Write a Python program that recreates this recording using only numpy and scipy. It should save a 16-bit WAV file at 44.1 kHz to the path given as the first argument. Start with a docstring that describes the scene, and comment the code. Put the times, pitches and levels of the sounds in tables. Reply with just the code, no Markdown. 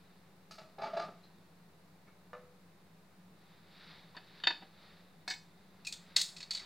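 """A low hum and a soft hiss lie under all, with a faint rustle. First, steel tongs grope in a pot of hot water.
Something knocks dully near the stove; a hand slides a plate on the counter; food and tong tips land on it.
Last, the tongs are snapped shut and rattle. Each blow sums ringing modes, noisy clatter and a bright crack,
and a small hard kitchen answers it; the slide and the background are shaped noise."""
import sys
import numpy as np
from scipy import signal
from scipy.fft import rfft, irfft, next_fast_len
from scipy.io import wavfile
from scipy.ndimage import map_coordinates

SR = 44100
rng = np.random.default_rng(int(sys.argv[2]) if len(sys.argv) > 2 else 0)


def waveform_to_disk(signal):
    """Save audio, clipped to [-1, 1], as 16-bit WAV at the path in sys.argv[1]."""
    frames = np.transpose(np.atleast_2d(signal))
    scaled = np.clip(frames, -1, 1) * 32767
    samples = np.round(scaled).astype(np.int16)
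    wavfile.write(sys.argv[1], SR, samples)


N = 293265

# Ringing modes of the plate, one column per mode; rows: f/Hz, relative level/dB, t60/s
PLATE_MODES = [
    [330, 620, 746, 942, 985, 1203, 1540, 1726, 1786, 1948, 1984, 2153, 2524, 2611, 3016, 3049, 3300, 3549,
     3666, 3840, 4247, 4462, 4528, 4850, 5636, 6896, 7052, 7900, 8403, 9959],
    [-25, -22, -19, -14, -17, -22, -21, -7, -9, -15, -16, -24, -13, -11, -17, -14, -24, -17, -1, -22, -21,
     -9, -8, -18, -30, -27, -31, -42, -42, -43],
    [.15, .15, .22, .16, .1, .12, .17, .11, .11, .15, .15, .17, .24, .2, .17, .19, .08, .16, .16, .16, .2,
     .17, .17, .14, .18, .16, .16, .08, .16, .17],
]


def amp(db):
    """Gain of a dB value."""
    return 10 ** (np.asarray(db) / 20)


def unit(x):
    """x scaled to rms 1."""
    return x / np.sqrt(np.mean(x ** 2) + 1e-20)


def along(points, hz):
    """Read a curve of (f/Hz, value) points at hz, in straight lines over log frequency."""
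    f, value = np.transpose(points)
    return np.interp(np.log(hz + 1), np.log(f + 1), value)


def filtered(x, response):
    """x with its spectrum multiplied by a response of frequency."""
    n = x.shape[-1]
    padded = next_fast_len(n + 8192)
    spectrum = rfft(x, padded) * response(np.fft.rfftfreq(padded, 1 / SR))
    return irfft(spectrum, padded)[..., :n]


def pair(gain, alike):
    """Stereo noise of rms 1: a mid and a side noise, mixed for the wanted left-right likeness."""
    def mid_side_gain(hz):
        turn = np.arccos(np.clip(along(alike, hz), -1, 1)) / 2
        return gain(hz) * [np.cos(turn), np.sin(turn)]

    mid, side = filtered(rng.standard_normal((2, N)), mid_side_gain)
    return unit(np.array([mid + side, mid - side]))


def background():
    """A wavering hum, noise in a few narrow bands, over a smooth wide hiss."""
    # Hum bands: f/Hz, width/Hz, relative level/dB
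    hum_bands = [(101.6, 48, -7.5), (161, 11, -3.5), (179.8, 28.5, 3.5), (209, 18, -9.5)]
    # Hiss spectrum: f/Hz, relative level/dB per Hz
    hiss_curve = [(24, -62), (40, -43), (87, -10.5), (133, -22), (144, -14), (167, 0), (220, -14.5),
                  (433, -13.5), (556, -17), (751, -16.5), (2910, -27.5), (4240, -27.5), (6020, -34),
                  (14800, -36), (16000, -35.5)]
    # Left-right likeness of the hiss: f/Hz, likeness/0-1
    likeness = [(60, 0.75), (180, 0.95), (550, 0.75), (1650, 0.33), (4970, 0.14), (15000, 0.064)]

    def hum_gain(f):
        return sum(amp(db) / (1 + (2 * (f - hz) / width) ** 2) for hz, width, db in hum_bands)

    hum = amp(-67.0) * pair(hum_gain, [(100, 1.0)])  # the same on both sides
    hiss = amp(-64) * pair(lambda f: amp(along(hiss_curve, f)), likeness)
    return hum + hiss


def walls(x):
    """The kitchen's diffuse answer: a new noise tail each time, every frequency dying at its own speed."""
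    # Reverberation of the kitchen: f/Hz, t60/s
    room_decay = [(200, 0.49), (2000, 0.26), (6000, 0.34), (14000, 0.44)]
    hz, t, z = signal.stft(rng.standard_normal(SR // 3), SR, nperseg=256)
    fade = amp(-60 * t / along(room_decay, hz)[:, None])
    tail = signal.istft(z * fade, SR, nperseg=256)[1]
    delayed = np.pad(x, (400, 0))  # 9 ms before the first reflection
    return signal.fftconvolve(delayed, tail / np.linalg.norm(tail))


def struck(blows, touch, modes, noise, crack_db, room_db):
    """Each blow rings decaying modes, adds noisy clatter and a crack, and is answered by the walls."""
    medium_db = -40  # blow level at which the clatter settings hold unchanged
    out = np.zeros(N + SR)
    t = np.arange(SR // 3) / SR
    hz, level, t60 = np.array(modes)[:, :, None]
    for start, db, tilt_db, spot_hz, spot_db, rise, free in blows:
        clatter_db, clatter_t60 = np.reshape(touch, (2, 2)) @ [1, db - medium_db]

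        def colour_gain(f):
            # where the blow lands tilts its sound and lifts or dips it around one pitch
            spot = np.exp(-(np.log((f + 1) / spot_hz) / 0.072) ** 2)
            return tilt_db * np.log2((f + 50) / 2000) + spot_db * spot

        gain = amp(level + colour_gain(hz))
        after = np.maximum(t - rise, 0)
        damped_t60 = t60 * np.clip(free, .05, 1)  # hand and food damp the ring
        scatter_db = rng.normal(0, 2.2, hz.shape)  # no two blows excite the modes alike
        fade = amp(scatter_db - 60 * after / damped_t60)
        tones = np.sin(2 * np.pi * (hz * t + rng.random(hz.shape)))
        ring = np.sum(gain * fade * tones, axis=0) / np.linalg.norm(gain)

        rattle = unit(filtered(rng.standard_normal(len(t)), lambda f: amp(along(noise, f) + colour_gain(f))))
        bright = unit(filtered(rattle, lambda f: (f / 4000) ** 0.36))
        crack = amp(crack_db - 60 * np.abs(t - rise) / 0.044) * bright  # brief burst where the force peaks
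        grain = map_coordinates(rng.standard_normal(100), [t * 200])  # many small contacts, some firmer
        clatter = amp(clatter_db + 1.84 * grain - 60 * after / max(clatter_t60, .01)) * rattle

        contact = np.sin(np.pi / 2 * np.clip(t / max(rise, 1e-4), 0, 1)) ** 2  # the force builds up
        direct = amp(db) * contact * (ring + clatter + crack)
        answer = amp(room_db) * walls(direct)
        first = round(start * SR)
        out[first:][:len(direct)] += direct
        out[first:][:len(answer)] += answer
    return out[:N]


def plate_slide():
    """Sliding plate and rustling sleeves: grainy rubbing noise, coloured by the plate's modes, in strokes."""
    # Rubbing spectrum: f/Hz, relative level/dB per Hz
    rub_curve = [(240, -2), (400, 6.5), (473, -14), (508, 5), (694, 1), (925, 1), (1040, -1), (1250, 2.5),
                 (1680, -1), (2090, -0.5), (2780, -6), (3800, -0.5), (4830, -8), (7000, -34.5), (9100, -46),
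                 (15400, -120)]
    # Strokes: peak t/s, level/dB, swell/s, fade/s
    stroke_list = [(.02, -74, .1, 0.23), (1.2, -77.5, 0.33, .3), (3.5, -69, 0.093, .12),
                   (3.9, -55, 0.18, .14), (4.45, -59.5, 0.27, 0.24), (4.85, -62, 0.078, 0.19),
                   (5.6, -78, 0.57, .2), (6.2, -62, 0.31, 0.28), (6.65, -55, 0.11, .1)]
    rest_db, rest_tilt_db, stroke_tilt_db = -77.5, -0.5, 3.5  # rustle between strokes; tilts in dB per octave

    def rub_gain(f):
        plate = sum(amp(level) / np.hypot(1, (f - hz) / 60) for hz, level, _ in zip(*PLATE_MODES))
        return amp(along(rub_curve, f)) * (1 + .5 * plate)

    grain = map_coordinates(rng.standard_normal(N // 600 + 4), [np.arange(N) / 600])
    rub = filtered(rng.standard_normal(N), rub_gain)
    hz, t, z = signal.stft(unit(rub * amp(0.74 * grain)), SR, nperseg=512)
    strokes = sum(amp(db) * np.exp(-((t - peak) / np.where(t < peak, swell, fade)) ** 2)
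                  for peak, db, swell, fade in stroke_list)
    octaves = np.log2((hz[:, None] + 50) / 3500)
    gain = strokes * amp(stroke_tilt_db * octaves) + amp(rest_db + rest_tilt_db * octaves)
    return signal.istft(z * gain, SR, nperseg=512)[1][:N]


def stove_knock():
    """Something knocks dully near the stove: low modes with clatter; harder blows clatter less."""
    # Knocks: t/s, level/dB, tilt/dB per octave, favoured f/Hz, favour/dB, rise/s, free ring/0-1
    blows = [(2.062, -64, 3.7, 2280, 14, 0.018, 1), (2.331, -44, 0.22, 1220, 3.8, 0.002, 1)]
    # Clatter: level over the ring/dB, change/dB per dB harder, t60/s, change/s per dB harder
    touch = (-10, -.2, 0.4, -.001)
    # Modes, one column each; rows: f/Hz, relative level/dB, t60/s
    modes = [
        [496, 608, 680, 807, 1120, 1195, 1244, 1394, 1744, 1986, 2196, 2400, 2907, 3806],
        [-7, -3, -10, -10, -10, -5, -3, -7, -4, -17, -18, -19, -18, -20],
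        [.75, .25, .4, .25, .3, .14, .11, .14, .19, .2, .2, .2, .15, .15],
    ]
    # Clatter spectrum: f/Hz, relative level/dB per Hz
    noise = [(150, -53), (250, -29), (402, -35), (502, 5.5), (711, -5), (1230, -2), (7000, -35.5),
             (9100, -72), (15400, -120)]
    return struck(blows, touch, modes, noise, crack_db=-14, room_db=-14)


def pot_groping():
    """Steel tongs grope in the pot: blows ring its modes; firmer contacts ring more cleanly."""
    # Blows: t/s, level/dB, tilt/dB per octave, favoured f/Hz, favour/dB, rise/s, free ring/0-1
    blows = [(.509, -47, 9, 1310, 7.5, 0.0022, 0.6), (.581, -44.5, 3.5, 656, 7, 0.0037, 0.66),
             (.612, -50, -2, 650, 12, 0.0035, 0.2), (.686, -69, 2, 4300, 1, .0029, 0.5),
             (.782, -40, -2, 788, 13, 0.0055, 1), (.812, -36.5, -0.5, 627, -7, 0.0099, 0.9),
             (.828, -31.5, -0.5, 896, 15.5, 0.014, 0.4), (.856, -36.5, -1, 890, -3, 0.0019, 0.6),
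             (.885, -51, 0, 1350, 9, 0.0069, .15), (.929, -36, -1, 653, 9, .011, 0.3),
             (.962, -23.5, -0.5, 635, 11, 0.0133, 0.2), (.992, -31.5, .3, 660, 0.5, 0.0094, 0.28),
             (1.016, -43, 3.5, 1190, 12.5, 0.0099, 0.54), (1.035, -47.5, -7, 1210, 2, 0.0034, .56),
             (1.08, -46.5, -5.5, 630, -16, 0.0065, 0), (1.225, -67, 3.5, 4050, 13, .02, .6)]
    # Clatter: level over the ring/dB, change/dB per dB harder, t60/s, change/s per dB harder
    touch = (-9.5, -0.4, 0.26, .001)
    # Pot modes, one column each; rows: f/Hz, relative level/dB, t60/s
    modes = [
        [409, 552, 620, 657, 688, 797, 870, 991, 1130, 1200, 1300, 1688, 2280, 2729, 3575, 4011, 4185, 4587,
         4705, 4791, 5300, 6370],
        [-15, -14, -5, -1, -5, -13, -9, -19, -19, -9, -9, -15, -21, -26, -23, -21, -24, -23, -22, -23, -28, -33],
        [.2, .2, .12, .12, .12, .15, .2, .2, .2, .25, .25, .2, .2, .2, .15, .2, .2, .15, .15, .15, .15, .15],
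    ]
    # Clatter spectrum: f/Hz, relative level/dB per Hz
    noise = [(88, -50), (150, -16.5), (193, -9), (297, -23), (406, -14.5), (484, -18), (637, -4),
             (960, -28), (1210, -4), (1530, -17.5), (3100, -23), (4670, -23.5), (5910, -35.5), (16000, -68)]
    return struck(blows, touch, modes, noise, crack_db=-26.5, room_db=-6.0)


def plate_landing():
    """Food and tongs land on the plate: its modes ring under strong clatter; firmer blows ring more cleanly."""
    # Blows: t/s, level/dB, tilt/dB per octave, favoured f/Hz, favour/dB, rise/s, free ring/0-1
    blows = [(4.146, -50, -4, 1020, 27, 0.005, 0.18), (4.167, -42, -4, 4560, 10, 0.00014, 0.57),
             (4.398, -59, 2, 3040, 3, .004, .45), (4.4365, -30.5, 1, 3100, 12, 0.0017, 0.45),
             (4.469, -19.5, 0.34, 3690, 4, .0033, 0.65), (4.498, -35.5, -1.5, 935, 5, 0.01, 0.39),
             (4.615, -54, -5.5, 790, 9.3, 0.012, 0.69), (5.277, -41.5, -4, 780, 7.7, 0.0015, 1),
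             (5.305, -38.5, -0.5, 1740, 5.5, .0044, 1)]
    # Clatter: level over the ring/dB, change/dB per dB harder, t60/s, change/s per dB harder
    touch = (-2.3, -0.1, 0.089, -.002)
    # Clatter spectrum: f/Hz, relative level/dB per Hz
    noise = [(120, -56), (200, -23), (843, -13.5), (951, -17), (1150, -17), (1730, -3), (2090, -12.5),
             (2570, -10.5), (3260, -7.5), (3680, -5.5), (3940, -19), (4520, -6.5), (5180, -23.5),
             (7060, -42), (12000, -68), (15600, -98), (22000, -120)]
    return struck(blows, touch, PLATE_MODES, noise, crack_db=-35.0, room_db=-12)


def tong_tips():
    """Tong tips touch the plate: the open tongs ring in their own high modes."""
    # Touches: t/s, level/dB, tilt/dB per octave, favoured f/Hz, favour/dB, rise/s, free ring/0-1
    blows = [(5.277, -37, .74, 4100, 3, .003, 0.49), (5.296, -39.5, 1, 7600, 5, 0.0083, 0.37),
             (5.307, -36.5, -.22, 2240, 4.3, 0.0039, .46), (5.335, -42.5, -1.1, 2205, 5.9, 0.0047, 0.3)]
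    # Clatter: level over the ring/dB, change/dB per dB harder, t60/s, change/s per dB harder
    touch = (-7.5, 0.5, 0.1, 0)
    # Modes of the open tongs, one column each; rows: f/Hz, relative level/dB, t60/s
    modes = [
        [2110, 2204, 3615, 3870, 4250, 4430, 4920, 5408, 5749, 6207, 6562, 7650, 7757, 8920, 10540, 15210,
         15550],
        [-15, -2, -4, -13, -4, -4, -2, -14, -8, -15, -19, -12, -12, -18, -34, -23, -23],
        [.2, .25, .22, .2, .25, .25, .25, .2, .25, .22, .2, .09, .09, .25, .1, .12, .12],
    ]
    # Clatter spectrum: f/Hz, relative level/dB per Hz
    noise = [(180, -49), (300, -20), (622, -25), (772, -5), (1430, -32), (1680, 1.5), (1950, -11),
             (2160, -12), (2820, -25), (4330, 2), (5200, -9), (7870, -15), (10100, -32.5), (15800, -35)]
    return struck(blows, touch, modes, noise, crack_db=-11.5, room_db=-10.5)


def tong_snap():
    """The tongs snap shut and rattle: short, dense modes of the closed steel with clatter."""
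    # Blows: t/s, level/dB, tilt/dB per octave, favoured f/Hz, favour/dB, rise/s, free ring/0-1
    blows = [(5.848, -46, 1, 2660, 23, 0.0018, 1), (5.865, -36.5, 2.5, 2500, 20.5, .008, 0.47),
             (5.882, -45.5, 4.5, 4030, 7.8, .002, .9), (5.924, -34, 1.3, 3500, 4.5, .0013, 0.34),
             (6.161, -17, -0.9, 2040, 3, .005, 0.25), (6.18, -36, 0.5, 3780, 1.6, 0.021, 1),
             (6.209, -27, 4, 3500, 3, 0.0088, 0.29), (6.235, -48, 3.5, 4500, 2.2, 0.0052, .55),
             (6.285, -50, -0.5, 4000, 3.6, .0033, 0.79), (6.361, -46.5, -1.7, 2520, 8.7, 0.008, 0.73),
             (6.378, -53, 0, 7100, 5.4, 0.0072, .97), (6.404, -42.5, -4, 2540, 9.6, .00068, 0.89),
             (6.424, -44, -5, 4430, 5, 0.0069, 0.46), (6.507, -28.5, -1.5, 4390, 10.4, 0.0026, 0.46),
             (6.531, -42.5, -0.5, 4000, 1.5, .0038, 0.85), (6.547, -33, -2, 4520, 12, .0043, 0.43),
             (6.566, -40.5, -4, 3880, 4.7, .0086, 0.5), (6.59, -47, -4, 2160, 14, 0.0076, .95)]
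    # Clatter: level over the ring/dB, change/dB per dB harder, t60/s, change/s per dB harder
    touch = (-7, -0.224, 0.1145, 0.0029)
    # Modes of the shut tongs, one column each; rows: f/Hz, relative level/dB, t60/s
    modes = [
        [964, 1992, 2100, 2505, 2620, 2960, 3420, 3570, 3825, 3980, 4100, 4200, 4345, 4535, 4640, 4970, 5120,
         5315, 5700, 6432, 6907, 7224, 7628, 8050, 8414, 9450, 13300, 15290],
        [-26, -13, -20, -16, -20, -17, -12, -11, -3, -4, -6, -5, -2, -1, -4, -7, -6, -5, -11, -13, -16, -16,
         -15, -12, -15, -22, -29, -31],
        [.06, .08, .1, .08, .07, .06, .08, .08, .1, .09, .09, .09, .1, .1, .09, .09, .1, .11, .09, .11, .09,
         .09, .07, .08, .09, .06, .04, .05],
    ]
    # Clatter spectrum: f/Hz, relative level/dB per Hz
    noise = [(240, -57), (500, -24.5), (1000, -21), (1600, -14.5), (1990, -11), (2800, -10), (3450, 0),
             (4480, -1), (5400, -13.5), (5950, -8.5), (6500, -5), (8280, -9.5), (9080, -16.5), (11000, -27),
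             (15800, -31)]
    return struck(blows, touch, modes, noise, crack_db=-13.0, room_db=-9.5)


def scene():
    """All contacts sit in the middle; only the background is wide."""
    contacts = pot_groping() + stove_knock() + plate_landing() + tong_tips() + tong_snap()
    return contacts + plate_slide() + background()


def record(dry):
    """The microphone dips around 3.2 kHz; nothing is kept above the band limit."""
    top_hz = 15830

    def colour(hz):
        dip_db = -3.5 * np.exp(-((hz - 3200) / 300) ** 2)
        return amp(dip_db) * (hz < top_hz)

    return filtered(dry, colour) - .0005  # the converter sits slightly off zero


dry = scene()
out = record(dry)
waveform_to_disk(out)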